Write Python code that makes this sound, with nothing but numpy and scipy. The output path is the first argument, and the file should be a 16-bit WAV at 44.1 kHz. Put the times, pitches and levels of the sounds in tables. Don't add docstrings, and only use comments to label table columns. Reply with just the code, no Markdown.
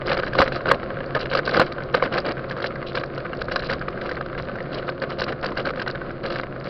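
import sys
import numpy as np
from scipy import signal
from scipy.fft import rfft, irfft, next_fast_len
from scipy.io import wavfile
from scipy.ndimage import uniform_filter1d, map_coordinates

SR = 44100
rng = np.random.default_rng(int(sys.argv[2]) if len(sys.argv) > 2 else 0)


def persist_wave(psi):
    counts = np.round(np.clip(psi, -1, 1) * 32767).astype(np.int16)
    wavfile.write(sys.argv[1], SR, np.atleast_2d(counts).T)


N = 295029

# (time [s], relative strength [dB], contact pitch [Hz], relative tick [dB])
HOUSING_KNOCKS = [(0.0608, -29, 1190, -33), (0.0937, -17, 1310, -27), (0.1171, -11, 1300, -27),
                  (0.1284, -16, 1390, -21.5), (0.1715, -15.5, 1160, -31), (0.195, -23, 1205, -31),
                  (0.2344, -12.5, 1700, -41), (0.2783, -23.5, 1640, -31), (0.3331, -16, 1580, -31),
                  (0.3521, -12, 1100, -29), (0.388, -4.5, 1340, -18), (0.405, -5.5, 1260, -19),
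                  (0.4174, -5.5, 1350, -26), (0.4244, -10, 1070, -27.5), (0.4783, -14.5, 1530, -29),
                  (0.5217, -16.5, 1540, -30), (0.5621, -19.5, 1290, -34), (0.6574, -12.5, 1480, -39),
                  (0.6818, -12.5, 1500, -34), (0.6883, -10.5, 1640, -26.5), (0.7143, 0, 1120, -23.5),
                  (0.9702, -20, 1520, -60), (1.1498, -10.5, 1610, -23), (1.1644, -15, 1030, -44),
                  (1.257, -18, 1560, -34.5), (1.3144, -16.5, 1320, -39), (1.3344, -13.5, 1540, -29),
                  (1.3508, -7, 1120, -19.5), (1.3723, -14, 1600, -22.5), (1.3912, -12, 1550, -41),
                  (1.4765, -11, 1330, -25), (1.4945, -14.5, 1510, -30), (1.5444, -17, 1610, -27),
                  (1.5674, -12.5, 1510, -19.5), (1.5728, -6.5, 1310, -32), (1.5968, -6, 1470, -17),
                  (1.6044, -8.5, 1310, -33), (1.6152, -6.5, 1350, -27), (1.721, -22, 1620, -35),
                  (1.7828, -18, 1500, -57.5), (1.944, -8.5, 1090, -24), (1.9484, -8.5, 1620, -23),
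                  (2.0248, -5.5, 1090, -33), (2.0374, -13.5, 1550, -40.5), (2.1236, -17, 1320, -42),
                  (2.157, -19, 1210, -39), (2.1809, -15, 1570, -25.5), (2.2608, -20.5, 1550, -33),
                  (2.2877, -20, 1500, -35), (2.3694, -22.5, 1540, -57), (2.5107, -17, 1600, -35),
                  (2.584, -20, 1280, -45), (2.6429, -11.5, 1580, -28), (2.7576, -21, 1650, -42),
                  (2.9527, -16.5, 1530, -26.5), (2.9741, -14.5, 1460, -30), (3.0365, -19, 1520, -32.5),
                  (3.1782, -19.5, 1500, -32), (3.2555, -20, 1520, -51), (3.3323, -17.5, 1530, -53),
                  (3.4166, -14, 1590, -31), (3.484, -16, 1520, -43), (3.5184, -18.5, 1510, -29),
                  (3.5603, -10.5, 1400, -22), (3.699, -13.5, 1680, -35), (3.7134, -16, 1450, -29),
                  (3.7274, -17.5, 1650, -30), (3.8132, -17.5, 1550, -45), (3.8841, -16, 1500, -35),
                  (4.0138, -21, 1530, -34.5), (4.0921, -16, 1640, -36), (4.1131, -18, 1560, -34),
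                  (4.176, -20, 1570, -51), (4.2098, -14.5, 1570, -48), (4.3824, -24, 1440, -49),
                  (4.556, -22, 1560, -44), (4.8908, -15, 1490, -37.5), (5.02, -16.5, 1530, -31.5),
                  (5.218, -11.5, 1530, -24), (5.2819, -20, 1060, -32), (5.3228, -19, 1650, -35),
                  (5.4435, -14, 1490, -28.5), (5.4605, -20, 1640, -25.5), (5.5194, -20.5, 1040, -40),
                  (5.5732, -13.5, 1580, -27), (5.6526, -20, 1520, -34), (5.672, -13.5, 1540, -31.5),
                  (5.7054, -16, 1340, -33.5), (5.759, -24, 1550, -37), (5.7967, -17.5, 1550, -38),
                  (5.8177, -16.5, 1510, -30), (5.876, -14, 1570, -27.5), (5.8987, -21, 1490, -33),
                  (6.0162, -21, 1530, -57), (6.2592, -23, 1280, -29), (6.3584, -17.5, 1720, -46),
                  (6.3979, -14.5, 1570, -40), (6.4346, -19, 1260, -43)]
# (time [s], relative level [dB])
WHEEL_JOLTS = [(0.4, -9), (0.419, -31), (0.713, -32), (1.352, -36), (1.572, -18.5), (1.596, -7.5),
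               (1.617, -19), (1.944, -22.5), (2.025, -38)]
# (start [s], length [s], relative buzz [dB], relative shake [dB])
ROUGH_PATCHES = [(0.063, 0.09, -34, -23.5), (0.173, 0.026, -41, -23.5), (0.25, 0.038, -42, -31),
                 (0.353, 0.022, -36, -25), (0.384, 0.049, -26, -19.5), (0.456, 0.032, -42, -26.5),
                 (0.52, 0.061, -38, -32), (0.67, 0.077, -37, -23), (1.156, 0.011, -41, -22.5),
                 (1.196, 0.043, -31, -29), (1.304, 0.036, -33, -29), (1.35, 0.04, -34, -23.5),
                 (1.457, 0.065, -31.5, -29.5), (1.537, 0.088, -28, -19.5), (1.64, 0.041, -41, -32),
                 (1.941, 0.036, -34, -23), (2.022, 0.042, -34.5, -24.5), (2.124, 0.073, -33, -22.5),
                 (2.252, 0.058, -35, -23.5), (2.482, 0.057, -44, -31), (2.625, 0.046, -31.5, -31),
                 (2.869, 0.029, -33, -38), (2.949, 0.059, -35.5, -28.5), (3.395, 0.018, -39.5, -33.5),
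                 (3.514, 0.087, -32.5, -31), (3.633, 0.036, -32.5, -31), (3.692, 0.047, -31.5, -26),
                 (4.021, 0.11, -44, -33.5), (4.38, 0.0205, -37.5, -27.5), (4.444, 0.011, -42, -36),
                 (4.72, 0.077, -35, -31), (4.88, 0.02, -42, -32.5), (5.024, 0.018, -41, -25.5),
                 (5.095, 0.048, -40, -31.5), (5.187, 0.055, -32, -28.5), (5.281, 0.027, -35.5, -27.5),
                 (5.431, 0.06, -43, -29), (5.581, 0.026, -33, -25.5), (5.654, 0.034, -36.5, -24),
                 (5.778, 0.043, -36, -29), (5.872, 0.033, -41, -34), (6.238, 0.05, -39, -30),
                 (6.298, 0.092, -35, -32), (6.647, 0.064, -44, -34)]
# (time [s], relative level [dB])
WIND_LEVELS = [(0.0, -42), (1.5, -43), (1.8, -45.5), (3.2, -46.5), (3.65, -40.5), (4.9, -47.5),
               (5.55, -43.5), (6.69, -46)]
# (frequency [Hz], width [Hz], gain [dB])
FRAME_MODES = [(137.7, 9.9, 4), (167, 53, -8), (203, 82, -11.5), (246, 32, -16), (347.3, 17.5, 1)]
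MOUNT_MODES = [(499.5, 61, -1.5), (532.3, 34.7, 5.5), (570, 69, -16.5), (689, 29, -14.5)]
HOUSING_MODES = [(1073, 50, -3), (1200, 230, -8.5), (1259, 170, 1), (1526, 180, 2.5), (1685, 210, -11),
                 (2010, 280, -8.5), (2150, 320, -19.5), (2756, 89, -9)]
CATCH_MODES = [(2840, 260, 2.5), (3200, 870, -1.5), (3974, 150, 3.5), (4200, 250, -16), (5400, 1300, -9)]
SEAM_MODES = [(4170, 150, -3.5), (4800, 720, -8.5), (4620, 950, 6.5), (5800, 920, 8)]
# (frequency [Hz], relative density [dB])
TYRE_SPECTRUM = [(40, -19), (110, -7), (300, 0), (450, -2), (700, 0), (850, -20.5), (1080, -5.5),
                 (1400, -5), (2000, -17.5), (3400, -29.5), (4300, -26), (5500, -34)]
THUMP_SPECTRUM = [(30, -33), (90, -6), (200, -7.5), (380, -0.5), (600, -4.5), (900, -8), (2000, -49.5)]
WIND_SPECTRUM = [(10, -3.5), (25, 0.5), (42, -0.5), (70, -3.5), (100, -8), (200, -33.5), (1000, -61.5)]

USUAL_SHAKE_DB, USUAL_KNOCK_DB, USUAL_BUZZ_DB = -30, -15, -40
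LEAD_S = .003


def knocks(shake_db):
    s, strength_db, pitch_hz, tick_db = np.vstack([HOUSING_KNOCKS, light_knocks(shake_db)]).T
    start = s - LEAD_S
    force = bounces(len(s), gap_s=.0018, rebound=0.51, scrape=.1, scrape_t60=0.029)
    spread = shell_echoes(force, share=0.71, t60=0.0083)
    stiff = filtered(spread, lambda hz: 0.23 + resonance(hz, pitch_hz[:, None], width=380))
    clack = rung(softened(stiff, high_hz=3700), HOUSING_MODES, low_hz=900)
    mount = rung(softened(force, high_hz=860), MOUNT_MODES, low_hz=296)
    mount_db = -25.5 + 0.96 * (strength_db - USUAL_KNOCK_DB)
    skitter = bounces(len(s), gap_s=0.00099, rebound=1.0, scrape=0.12, scrape_t60=0.019)
    tick = rung(skitter, CATCH_MODES, low_hz=2200)
    return (placed(start, clack, strength_db - 7.5) + placed(start, mount, mount_db)
            + placed(start, tick, tick_db - 4.5))


def light_knocks(shake_db, count=70):
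    s = rng.uniform(0, N / SR, count)
    db = -21 + 0.13 * (at_times(shake_db, s) - USUAL_SHAKE_DB) + rng.standard_normal(count)
    pitch_hz = 1500 * np.exp(0.11 * rng.standard_normal(count))
    return np.column_stack([s, db, pitch_hz, db - 22.5])


def bounces(events, gap_s, rebound, scrape, scrape_t60, count=4, size=3072):
    t = np.arange(size) / SR
    force = scrape * rng.standard_normal((events, size))
    force *= np.minimum(t / LEAD_S, 1) * amp(-60 * t / scrape_t60)
    force[:, round(LEAD_S * SR)] += 1
    rebound_s = LEAD_S + np.cumsum(gap_s * rng.uniform(.3, 1.7, (events, count)), axis=1)
    sizes = rng.standard_normal((events, count)) * rebound ** np.arange(1, count + 1)
    force[np.arange(events)[:, None], np.minimum(rebound_s * SR, size - 1).astype(int)] += sizes
    return force


def shell_echoes(force, share, t60, size=900):
    t = np.arange(size) / SR
    tail = rng.standard_normal((len(force), size)) * amp(-60 * t / t60)
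    tail *= share / np.linalg.norm(tail, axis=1, keepdims=True)
    return force + signal.fftconvolve(force, tail, axes=1)[:, :force.shape[1]]


def jolts():
    s, db = np.transpose(WHEEL_JOLTS)
    t = np.arange(SR // 8) / SR
    thump = coloured(rng.standard_normal((len(s), len(t))), THUMP_SPECTRUM)
    envelope = (1 - np.exp(-t / 0.00053)) * amp(-60 * t / 0.05)
    return placed(s, thump * envelope, db - 2.5)


def rattle(shake_db, buzz_db):
    bump_db = shake_db - USUAL_SHAKE_DB
    hop = wobble(75)
    taps = contacts(rate=450 * amp(1.1 * bump_db), scatter_db=17.5) * amp(6.8 * hop)
    chatter = steady(rung(softened(taps, high_hz=2900), HOUSING_MODES, low_hz=854))
    catch_bursts = amp(1.1 * hop + 8.9 * wobble(220)) * rng.standard_normal(N)
    catch = steady(rung(catch_bursts, CATCH_MODES, low_hz=2400), size=1800)
    seam_bursts = amp(11 * hop + 10 * wobble(170)) * rng.standard_normal(N)
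    seam = steady(rung(seam_bursts, SEAM_MODES, low_hz=3600), size=1800)
    return amp(-40.5 + 1.02 * bump_db) * chatter + amp(buzz_db - 5) * catch + amp(buzz_db - 4) * seam


def creaks(buzz_db, strays=60, lag_s=.003, rub_s=.0015):
    knock_s, _, _, tick_db = np.transpose(HOUSING_KNOCKS)
    stray_s = rng.uniform(0, N / SR, strays)
    stray_db = -29.5 + 0.53 * (at_times(buzz_db, stray_s) - USUAL_BUZZ_DB)
    s = np.concatenate([knock_s + lag_s, stray_s])
    db = np.concatenate([tick_db - 1, stray_db]) + 2 * rng.standard_normal(len(s))
    age = np.arange(SR // 40) / SR / rub_s
    rub = rng.standard_normal((len(s), len(age))) * age * np.exp(-age ** 2)
    return placed(s, rung(rub, SEAM_MODES, low_hz=3660), db)


def road(shake_db):
    bump_db = shake_db - USUAL_SHAKE_DB
    roar = unit(coloured(rng.standard_normal(N), TYRE_SPECTRUM))
    roar *= amp(-34.5 + 0.66 * bump_db + 1.5 * wobble(12))
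    tremor = softened(rng.standard_normal(N), high_hz=513)
    frame = steady(rung(tremor, FRAME_MODES, low_hz=95), size=7000)
    taps = softened(contacts(rate=500, scatter_db=10), high_hz=920)
    mount = steady(rung(taps, MOUNT_MODES, low_hz=365))
    return roar + amp(-34.5 + 0.2 * bump_db) * frame + amp(-35 + 0.85 * bump_db) * mount


def roughness(levels_db, smooth_db, rise_s, fall_s, ease_db_per_s=0.6):
    t = np.arange(N) / SR
    level = amp(smooth_db - ease_db_per_s * (t - t.mean()))
    for (start, length, *_), db in zip(ROUGH_PATCHES, levels_db):
        near = slice(max(int(start * SR) - SR // 8, 0), int((start + length) * SR) + SR // 4)
        away = np.maximum((start - t[near]) / rise_s, (t[near] - start - length) / fall_s)
        level[near] = np.maximum(level[near], amp(db) * np.exp(-np.maximum(away, 0)))
    return 20 * np.log10(level)


def wind():
    wind_db = np.interp(np.arange(N) / SR, *np.transpose(WIND_LEVELS))
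    gusts = amp(wind_db + 1.7 + 0.7 * wobble(4.2))
    return gusts * unit(coloured(rng.standard_normal(N), WIND_SPECTRUM))


def contacts(rate, scatter_db):
    hit = rng.random(N) < rate / SR
    return hit * rng.choice([-1, 1], N) * amp(scatter_db * rng.uniform(-1, 1, N))


def softened(force, high_hz):
    return signal.sosfilt(signal.butter(3, high_hz, fs=SR, output='sos'), force)


def rung(force, modes, low_hz):
    ring = filtered(force, lambda hz: sum(amp(db) * resonance(hz, c, w) for c, w, db in modes))
    return signal.sosfilt(signal.butter(2, low_hz, 'high', fs=SR, output='sos'), ring)


def resonance(hz, centre, width):
    return 1j * hz * width / (centre ** 2 - hz ** 2 + 1j * hz * width)


def filtered(x, response):
    n = x.shape[-1]
    padded = next_fast_len(n + min(n, SR // 2))
    return irfft(rfft(x, padded) * response(np.fft.rfftfreq(padded, 1 / SR)), padded)[..., :n]


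def coloured(x, points):
    f, db = np.transpose(points)
    return filtered(x, lambda hz: amp(np.interp(np.log(hz + 1), np.log(f), db)))


def placed(times, sounds, db, size=130):
    loudest = np.sqrt(uniform_filter1d(sounds ** 2, size, axis=1, mode='constant').max(axis=1))
    scaled = sounds * (amp(db) / loudest)[:, None]
    at = np.round(np.asarray(times) * SR).astype(int)[:, None] + np.arange(sounds.shape[1])
    return np.bincount(np.maximum(at, 0).ravel(), scaled.ravel(), N)[:N]


def steady(x, size=3500):
    power = np.abs(uniform_filter1d(uniform_filter1d(x ** 2, size), size // 2))
    return x / np.sqrt(power + np.mean(x ** 2) / 20)


def wobble(rate):
    return map_coordinates(rng.standard_normal(int(N * rate / SR) + 4), [np.arange(N) * rate / SR])


def at_times(curve, s):
    return np.interp(s, np.arange(N) / SR, curve)


def amp(db):
    return 10 ** (np.asarray(db) / 20)


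def unit(x):
    return x / np.sqrt(np.mean(x ** 2) + 1e-20)


def scene():
    _, _, buzzes_db, shakes_db = np.transpose(ROUGH_PATCHES)
    shake_db = roughness(shakes_db + 2.5, smooth_db=-34, rise_s=0.0082, fall_s=0.014)
    buzz_db = roughness(buzzes_db, smooth_db=-61, rise_s=.005, fall_s=.01)
    mix = knocks(shake_db) + creaks(buzz_db) + jolts() + rattle(shake_db, buzz_db) + road(shake_db) + wind()
    return mix[None]


def record(dry, band_hz=5000, steeper_hz=5927, ceiling=.72, top_hz=16000):
    narrow = filtered(dry, lambda hz: 1 / np.sqrt(1 + (hz / band_hz) ** 30) / (1 + (hz / steeper_hz) ** 36))
    clipped = narrow / (1 + np.abs(narrow / ceiling) ** 16) ** (1 / 16)
    return filtered(clipped, lambda hz: hz < top_hz)


dry = scene()
out = record(dry)
persist_wave(out)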